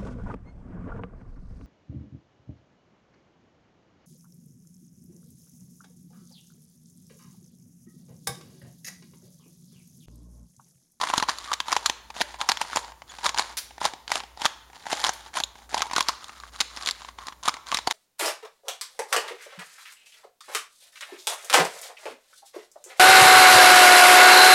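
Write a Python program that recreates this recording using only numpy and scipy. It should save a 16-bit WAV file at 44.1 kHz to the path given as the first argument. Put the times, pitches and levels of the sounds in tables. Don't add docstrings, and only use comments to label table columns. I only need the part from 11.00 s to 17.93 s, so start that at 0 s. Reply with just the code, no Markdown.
import sys
import numpy as np
from scipy import signal
from scipy.fft import rfft, irfft
from scipy.io import wavfile
from scipy.ndimage import uniform_filter1d

SR = 44100
rng = np.random.default_rng(int(sys.argv[2]) if len(sys.argv) > 2 else 0)


def put_to_file(sound):
    columns = np.atleast_2d(sound).T
    safe = np.clip(columns, -1, 1)
    whole_steps = np.round(safe * 32767)
    wavfile.write(sys.argv[1], SR, whole_steps.astype(np.int16))


N = 305422
TIME, HZ = np.arange(N) / SR, np.fft.rfftfreq(N, 1 / SR)
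CLICK_S = .005
CONTACT_TIME = np.arange(SR // 22) / SR - round(CLICK_S * SR) / SR
KNOCK_DB, SNAP_DB = -5, 3.5

# f/Hz, level/dB
NOISE_SPECTRUM = [(20, -24), (70, -9), (130, -11), (900, -15), (3000, -39), (7000, -22.5), (15000, -28.5)]
# stop t/s, run-up/s, rasp level/dB, cavity level/dB
LAYER_TURNS = [(0.033, 0.036, -28, -24), (0.096, 0.035, -31.5, -32), (0.174, 0.045, -30.5, -29),
               (0.299, 0.021, -28, -52), (0.442, 0.0087, -40, -47), (0.527, 0.053, -38, -29.5),
               (0.733, 0.076, -30.5, -29.5), (0.893, 0.19, -41, -37.5), (1.209, 0.068, -33.5, -46),
               (1.419, 0.034, -34, -23), (1.514, 0.053, -35, -29), (1.62, 0.027, -31.5, -38),
               (1.777, 0.12, -32.5, -36), (2.261, 0.031, -24, -20.5), (2.398, 0.038, -26.5, -24),
               (2.857, 0.055, -27, -29), (3.166, 0.077, -28, -35), (3.456, 0.049, -33.5, -38),
               (3.933, 0.071, -31.5, -35), (4.079, 0.18, -29, -31), (4.375, 0.042, -26, -36),
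               (4.791, .1, -33, -37), (4.987, 0.066, -28, -36), (5.093, 0.034, -34, -38),
               (5.548, 0.029, -41, -53), (5.611, 0.03, -35.5, -45), (5.89, 0.19, -36, -41),
               (6.462, 0.035, -32, -30), (6.77, 0.11, -34, -36), (6.912, 0.014, -28, -35)]
# f/Hz, level/dB
RUB_SPECTRUM = [(100, -6.5), (400, 2.5), (800, 11.5), (1500, 8.5), (2500, 0), (4000, 4), (7200, 1),
                (9500, -3.5), (12000, -13), (15500, -32)]
# t/s, f/Hz
GRIP_PITCH = [(.3, 1040), (.5, 1170), (.75, 905), (2.4, 930), (2.9, 820), (3.9, 850), (4.8, 820),
              (5.2, 1200), (6.2, 1063)]
# t/s, knock level/dB, cavity f/Hz, snap level/dB, shell f/Hz
COLLISIONS = [(0.0134, -18, 1040, -28, 3500), (0.033, -22, 810, -56, 3160), (0.1007, -18, 1080, -32, 2610),
              (0.1372, -10, 1055, -28.5, 2860), (0.179, -16, 1030, -21.5, 3930),
              (0.1997, -20, 1130, -30.5, 4000), (0.226, -12, 1070, -27, 4200),
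              (0.287, -17, 1010, -31, 4470), (0.293, -18.5, 1090, -26, 3770),
              (0.517, -14.5, 1110, -37, 2740), (0.5318, -28, 960, -28, 4150),
              (0.5369, -30, 980, -26.5, 3700), (0.603, -24.5, 1020, -25.5, 3130),
              (0.7192, -23, 990, -29.5, 2200), (0.7275, -12, 990, -23, 4930),
              (0.7654, -12.5, 930, -23.5, 3060), (0.8601, -15.5, 1260, -19, 3880),
              (0.898, -21.5, 940, -22.5, 3260), (1.206, -20, 774, -33, 3640), (1.212, -19, 830, -24, 3660),
              (1.2166, -26, 980, -22.5, 3870), (1.4136, -22.5, 1290, -27, 3240),
              (1.4893, -20, 1060, -22, 5200), (1.4919, -20, 845, -19.5, 5200),
              (1.4961, -20.5, 930, -23, 4370), (1.518, -22.5, 990, -22, 4170), (1.572, -34, 955, -32, 3420),
              (1.6145, -17, 944, -26.5, 2370), (1.7315, -23, 1230, -40, 3300),
              (1.76, -19.5, 970, -24.5, 7300), (1.771, -15, 1100, -26.5, 2860),
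              (2.2567, -17.5, 1290, -35, 3720), (2.2645, -20, 950, -23.5, 3670),
              (2.2925, -24, 1060, -28, 3830), (2.3766, -27, 920, -29, 3630),
              (2.3852, -28, 990, -23.5, 4900), (2.395, -17, 960, -24, 3800), (2.8153, -19, 1000, -39, 3410),
              (2.853, -11.5, 875, -22.5, 4060), (2.861, -29, 900, -30, 4250),
              (3.079, -39, 1050, -35.5, 4280), (3.118, -16.5, 940, -22.5, 1770),
              (3.1562, -20.5, 785, -28, 2620), (3.2029, -30, 910, -37, 2480), (3.418, -22, 930, -31, 3530),
              (3.448, -18, 1260, -33, 3310), (3.4544, -14.5, 980, -20.5, 3700),
              (3.4607, -16.5, 1230, -20.5, 3150), (3.9296, -17, 780, -28.5, 2720),
              (4.041, -18.5, 1220, -22.5, 3840), (4.0475, -23, 1060, -24.5, 4000),
              (4.067, -19.5, 980, -27, 5060), (4.0927, -18, 900, -24.5, 6200),
              (4.3709, -18.5, 980, -38, 3200), (4.402, -22.5, 840, -28, 3050),
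              (4.7441, -14, 890, -26.5, 4660), (4.7692, -19.5, 980, -47, 3220),
              (4.7783, -22.5, 800, -30, 2880), (4.82, -16, 1195, -24, 3500), (4.9338, -20, 980, -33, 4470),
              (4.963, -15, 1380, -23, 4000), (4.982, -13, 890, -27.5, 4050), (5.007, -14, 1010, -22, 3360),
              (5.0859, -18.5, 1045, -19, 4830), (5.092, -15, 1100, -30.5, 4500),
              (5.6045, -29, 1300, -22, 3780), (5.608, -23, 1200, -20, 3930),
              (5.6126, -26.5, 1240, -24, 4340), (5.7725, -32, 960, -36, 5340),
              (5.8736, -29, 1070, -25.5, 4100), (5.8885, -30, 1090, -24.5, 3380),
              (6.479, -15, 1050, -26, 3670), (6.483, -11, 1245, -24.5, 3730),
              (6.4926, -25, 1070, -28, 5100), (6.541, -36, 1110, -36.5, 3900),
              (6.7174, -29, 1180, -29, 3050), (6.725, -15, 1030, -33, 2920),
              (6.7454, -24, 1210, -20.5, 3980), (6.7718, -34, 1060, -27, 5430),
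              (6.788, -24.5, 940, -31.5, 3480), (6.8733, -11, 846, -24, 4230), (6.911, -16, 880, -19, 3350)]
# f/Hz, level/dB
SHELL_SPECTRUM = [(70, -11.5), (250, -3.5), (700, 2), (1600, 10), (2500, 5), (4200, 5), (7200, 4.5),
                  (9000, -2), (12000, -10), (15500, -19.5)]
# t/s, level/dB
DULL_TAPS = [(0.072, -22.5), (0.236, -23), (0.6831, -23), (1.103, -29.5), (1.165, -29.5), (1.343, -31),
             (1.649, -35), (1.846, -35), (1.92, -38), (2.02, -35), (2.186, -32.5), (2.345, -23.5),
             (2.708, -38.5), (2.781, -32.5), (2.843, -22.5), (2.936, -28.5), (3.103, -26.5), (3.236, -32.5),
             (3.374, -36.5), (3.7, -43), (3.731, -40), (3.764, -41), (3.856, -34), (3.867, -25),
             (4.262, -36), (4.355, -32), (4.555, -39), (4.62, -44.5), (4.729, -30.5), (4.8062, -22),
             (4.899, -33), (4.912, -24), (5.294, -31.5), (5.436, -33), (6.019, -35), (6.048, -33),
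             (6.087, -32.5), (6.187, -30), (6.284, -24), (6.324, -35), (6.568, -32)]
# t/s, level/dB
HARD_STOPS = [(0.1797, -24), (0.767, -35), (1.772, -32.5), (3.455, -29), (4.964, -31), (6.875, -27)]
# t/s, length/s, rasp level/dB, cavity level/dB
HOLD_SHIFTS = [(0.33, 0.16, -48, -65), (1.27, 0.089, -50, -59), (1.788, 0.12, -51, -42.5),
               (2.082, 0.18, -47.5, -79), (2.403, 0.14, -48, -46.5), (3.384, 0.037, -45, -40),
               (3.742, 0.15, -51.5, -59), (4.132, 0.16, -51.5, -68), (4.556, 0.094, -60, -73),
               (4.81, 0.073, -49, -38), (5.123, 0.38, -54.5, -61), (5.947, 0.16, -51.5, -74),
               (6.184, 0.13, -52, -43)]
# t/s, level/dB
EDGE_TICKS = [(0.3854, -31.5), (0.5373, -25.5), (0.6034, -34), (0.862, -15), (1.512, -43), (1.791, -38),
              (2.423, -32), (3.1398, -33), (3.971, -36), (3.985, -42), (4.001, -33), (4.437, -19.5),
              (5.0263, -31), (5.243, -37), (5.283, -43.5), (5.401, -42), (5.561, -41), (5.764, -37.5),
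              (5.8248, -34.5), (5.8611, -25.5), (5.8795, -29), (5.8988, -32), (5.9106, -22.5),
              (6.2696, -36), (6.4348, -35.5), (6.457, -30), (6.6689, -40.5), (6.687, -38)]
# f/Hz, level/dB, width/Hz
EDGE_MODES = [(3900, 16.5, 1000), (6670, 8, 210)]
# t/s, length/s, f/Hz, pitch rise/fraction, level/dB
PLASTIC_SQUEAK = (2.092, .019, 3150, .1, -43)
# t/s, level/dB, length/s
BRIGHT_SKIDS = [(2.57, -30.5, 0.02), (4.134, -40.5, 0.002)]
# f/Hz, level/dB
SKID_SPECTRUM = [(200, -21), (900, 0.5), (1600, 5), (3000, 5.5), (4800, 11.5), (6500, 6), (10000, 7),
                 (15000, -5)]
# f/Hz, level/dB
BODY_RESPONSE = [(50, -27), (125, -4), (260, 1), (480, -4.5), (800, -0.5), (9000, 2), (14000, -1)]
# f/Hz, level/dB
ROOM_SPECTRUM = [(100, -17), (400, 13), (700, -2), (2500, 1), (5000, -1), (9000, 3.5), (15000, 10)]
# f/Hz, T60/s
ROOM_DECAY = [(200, 0.099), (900, 0.71), (5000, 0.6), (12000, 0.22)]
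# f/Hz, width/Hz
MIC_NOTCH = (8050, 850)


def amp(db):
    return 10 ** (np.asarray(db) / 20)


def unit(x):
    return x / np.sqrt(np.mean(x ** 2) + 1e-20)


def unit_click(x):
    return x / np.sqrt(np.sum(x ** 2) / (CLICK_S * SR) + 1e-20)


def at_hz(points, hz):
    f, value = np.transpose(points)
    return np.interp(np.log(hz + 1), np.log(f + 1), value)


def grip_hz(s):
    return np.interp(s, *np.transpose(GRIP_PITCH))


def add(mix, s, sound):
    part = mix[max(round(s * SR), 0):][:len(sound)]
    part += sound[:len(part)]


def colour(x, spectrum, size=2048):
    log_gain = np.log(amp(at_hz(spectrum, abs(np.fft.fftfreq(size, 1 / SR)))))
    impulse = np.fft.ifft(np.exp(np.conj(signal.hilbert(log_gain)))).real
    return signal.fftconvolve(x, impulse[:size // 2])[:len(x)]


def resonate(x, hz, width_hz):
    carrier = np.exp(2j * np.pi * np.cumsum(hz * np.ones(len(x))) / SR)
    pole = np.exp(-np.pi * width_hz / SR)
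    return 2 * (carrier * signal.lfilter([1 - pole], [1, -pole], x / carrier)).real


def background(air_db=-62, hum_db=-59, hum_hz=58, waver_hz=5):
    air = unit(irfft(rfft(rng.standard_normal(N)) * amp(at_hz(NOISE_SPECTRUM, HZ)), N))
    waver = unit(resonate(rng.standard_normal(N), hum_hz, waver_hz))
    hum = np.sqrt(2) * np.sin(2 * np.pi * hum_hz * TIME) + .79 * waver
    return amp(air_db) * air + amp(hum_db) * unit(hum)


def turning(grab_s=.0014, push_db=16, release_s=.017):
    levels = np.zeros((2, N))
    for stop_s, run_s, *dbs in LAYER_TURNS:
        t = np.arange(0, run_s + .3, 1 / SR)
        grab = np.minimum(t / grab_s, 1)
        push = amp(push_db * np.minimum(t / run_s - 1, 0))
        release = np.exp(-np.maximum(t - run_s, 0) / release_s)
        for level, db in zip(levels, dbs):
            add(level, stop_s - run_s, amp(db) * grab * push * release)
    return levels


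def slips(per_s=1200, spread_db=3.7, slip_s=.00033, wall_width_hz=1100, walls=18):
    strength = amp(spread_db * np.minimum(rng.exponential(1, N), 3.5))
    impulses = strength * (rng.random(N) < per_s / SR)
    wall = rng.integers(0, walls, N)
    u = np.arange(SR // 100) / SR / slip_s
    out = np.zeros(N)
    for k, hz in enumerate(np.geomspace(1300, 10000, walls)):
        rasp = unit_click(rng.standard_normal(len(u)) * u * np.exp(-u))
        ring = unit_click(resonate(rasp, hz, wall_width_hz))
        out += signal.oaconvolve(impulses * (wall == k), rasp + .85 * ring)[:N]
    return unit(out)


def scrape(rasp_level, cavity_level, catch_db=-50, smooth=.28, cavity_width_hz=105, skirt_hz=800):
    grit = rasp_level / (rasp_level + amp(catch_db))
    force = (grit * slips() + smooth * rng.standard_normal(N)) / np.hypot(grit, smooth)
    pitch_hz = grip_hz(TIME)
    hollow = unit(resonate(resonate(force, pitch_hz, cavity_width_hz), pitch_hz, skirt_hz))
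    rasp = unit(colour(force, RUB_SPECTRUM))
    return amp(-1) * rasp_level * rasp + amp(-6) * cavity_level * hollow


def chatter(loose, fade_s=.0038, graze_s=.0025, strike_s=.0005, settle_s=.0039):
    t = CONTACT_TIME
    spray = rng.standard_normal(len(t)) * rng.exponential(1, len(t))
    before = amp(-13) * np.exp(-abs(t) / graze_s)
    after = np.exp(-abs(t) / fade_s) + amp(-14) * np.exp(-abs(t) / settle_s)
    strike = rng.standard_normal(len(t)) * np.exp(-abs(t) / strike_s) * (t >= 0)
    return unit_click(strike) + loose * unit_click(spray * np.where(t < 0, before, after))


def collision(knock_db, cavity_hz, snap_db, shell_hz, cavity_width_hz=190, shell_width_hz=700,
              skirt_hz=1000, firm_db=-21, firm_hz=9000):
    squareness = np.tanh((snap_db - knock_db) / 8)
    force = chatter(loose=1.42 * 2 ** -squareness)
    cutoff_hz = firm_hz * amp(.5 * (snap_db - firm_db))
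    pole = np.exp(-2 * np.pi * cutoff_hz / SR)
    crack = unit_click(colour(signal.lfilter([1], [1, -pole], force), SHELL_SPECTRUM))
    snap = unit_click(crack + .55 * unit_click(resonate(crack, shell_hz, shell_width_hz)))
    age = np.maximum(CONTACT_TIME, 0)
    ring = unit_click(np.exp(-np.pi * cavity_width_hz * age) * np.sin(2 * np.pi * cavity_hz * age))
    rattle = unit_click(resonate(force, cavity_hz, cavity_width_hz))
    knock = unit_click(resonate(ring + .95 * rattle, cavity_hz, skirt_hz))
    return amp(knock_db) * knock + amp(snap_db) * snap


def clacks():
    out = np.zeros(N)
    for s, knock_db, cavity_hz, snap_db, shell_hz in COLLISIONS:
        add(out, s - CLICK_S, collision(knock_db + KNOCK_DB, cavity_hz, snap_db + SNAP_DB, shell_hz))
    return out


def taps(events, snap_db=-12, shell_hz=2900, scatter_oct=.77):
    out = np.zeros(N)
    for s, db in events:
        wall_hz = shell_hz * 2 ** (scatter_oct * rng.uniform(-1.1, 1))
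        add(out, s - CLICK_S, collision(db + KNOCK_DB, grip_hz(s), db + SNAP_DB + snap_db, wall_hz))
    return out


def jolts(push_s=.00042):
    u = np.arange(SR // 40) / SR / push_s
    push = unit_click(u * (2 - u) * np.exp(-u))
    out = np.zeros(N)
    for s, db in HARD_STOPS:
        add(out, s, amp(db) * push)
    return out


def regripping(ease_s=.022, uneven_db=3, uneven_s=.016, rest_db=-67):
    pressure = uniform_filter1d(rng.standard_normal(N), round(uneven_s * SR))
    pressure = unit(uniform_filter1d(pressure, round(uneven_s * SR / 2)))
    levels = np.full((2, N), amp(rest_db))
    for s, length_s, *dbs in HOLD_SHIFTS:
        inside_s = np.minimum(TIME - s, s + length_s - TIME)
        levels += np.outer(amp(dbs), .5 + .5 * np.tanh(2 * inside_s / ease_s))
    return levels * amp(uneven_db * np.tanh(pressure))


def rattles(rasp_level, per_s=22, boost_db=5, spread_db=6):
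    events = []
    for k, (jitter, strength) in enumerate(rng.random((round(per_s * N / SR), 2))):
        s = (k + jitter) / per_s
        rasp_db = 20 * np.log10(np.interp(s, TIME, rasp_level))
        events.append((s, rasp_db + boost_db + spread_db * (2 * strength - 1)))
    return taps(events)


def ticks(scatter_oct=.093, band_hz=(2200, 10500), cavity_width_hz=200):
    band = signal.butter(2, band_hz, "band", fs=SR)
    out = np.zeros(N)
    for s, db in EDGE_TICKS:
        force = chatter(loose=.57, fade_s=.0046)
        detune = 2 ** (scatter_oct * rng.standard_normal())
        ring = sum(amp(mode_db) * unit_click(resonate(force, hz * detune, width_hz))
                   for hz, mode_db, width_hz in EDGE_MODES)
        thin = unit_click(signal.lfilter(*band, ring))
        knock = unit_click(resonate(force, grip_hz(s), cavity_width_hz))
        knock_db = min(-33 + .23 * db, db)
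        add(out, s - CLICK_S, amp(db) * thin + amp(knock_db) * knock)
    return out


def squeak():
    s, length_s, hz, rise, db = PLASTIC_SQUEAK
    swell = np.sin(np.pi * np.clip((TIME - s) / length_s, 0, 1))
    phase = 2 * np.pi * np.cumsum(hz * (1 + rise * swell)) / SR
    return amp(db) * swell * (np.sin(phase) + np.sin(2 * phase))


def skids(fade_s=.0041, linger_db=-9, linger_s=.042):
    level = np.zeros(N)
    for s, db, length_s in BRIGHT_SKIDS:
        after_s = np.maximum(TIME[:SR // 4] - length_s, 0)
        shape = np.exp(-after_s / fade_s) + amp(linger_db) * np.exp(-after_s / linger_s)
        add(level, s, amp(db) * shape)
    return unit(colour(rng.standard_normal(N), SKID_SPECTRUM)) * level


def room_tail(build_s=.0024, size=256):
    hz, t, bands = signal.stft(rng.standard_normal(SR), SR, nperseg=size)
    level_db = at_hz(ROOM_SPECTRUM, hz)[:, None] - 60 * t / at_hz(ROOM_DECAY, hz)[:, None]
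    response = signal.istft(bands * amp(level_db), SR, nperseg=size)[1][:SR]
    response *= 1 - np.exp(-TIME[:SR] / build_s)
    return response / np.linalg.norm(response)


def room(x, paths=3, swing_hz=85):
    angle = 2 * np.pi * swing_hz * TIME
    feeds = (x * np.cos(angle + np.pi * k / paths) for k in range(paths))
    return np.sqrt(2 / paths) * sum(signal.fftconvolve(feed, room_tail())[:N] for feed in feeds)


def scene(cube_send_db=-14.5, skid_send_db=-7, tick_send_db=-19, linger_db=-11, linger_hz=890):
    hold = regripping()
    pieces = clacks() + taps(DULL_TAPS) + scrape(*(turning() + hold)) + rattles(hold[0])
    cube = colour(pieces, BODY_RESPONSE) + jolts() + squeak()
    hiss, edges = skids(), ticks()
    ring = resonate(cube, linger_hz, width_hz=32)
    linger = amp(linger_db) * signal.fftconvolve(ring, room_tail())[:N]
    send = amp(cube_send_db) * cube + amp(skid_send_db) * hiss + amp(tick_send_db) * edges
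    return (cube + hiss + edges + room(send) + linger + background())[None]


def record(dry, ceiling_db=-5, recover_db_per_s=900, cutoff_hz=16100):
    notch_hz, width_hz = MIC_NOTCH
    x = signal.lfilter(*signal.iirnotch(notch_hz, notch_hz / width_hz, SR), dry[0])
    over_db = np.maximum(20 * np.log10(abs(x) + 1e-9) - ceiling_db, 0)
    recovery_db = recover_db_per_s * TIME
    reduction_db = np.maximum.accumulate(over_db + recovery_db) - recovery_db
    low_pass = signal.firwin(201, cutoff_hz, window=("kaiser", 9), fs=SR)
    return signal.oaconvolve(x / amp(reduction_db), low_pass, "same")[None]


dry = scene()
out = record(dry)
put_to_file(out)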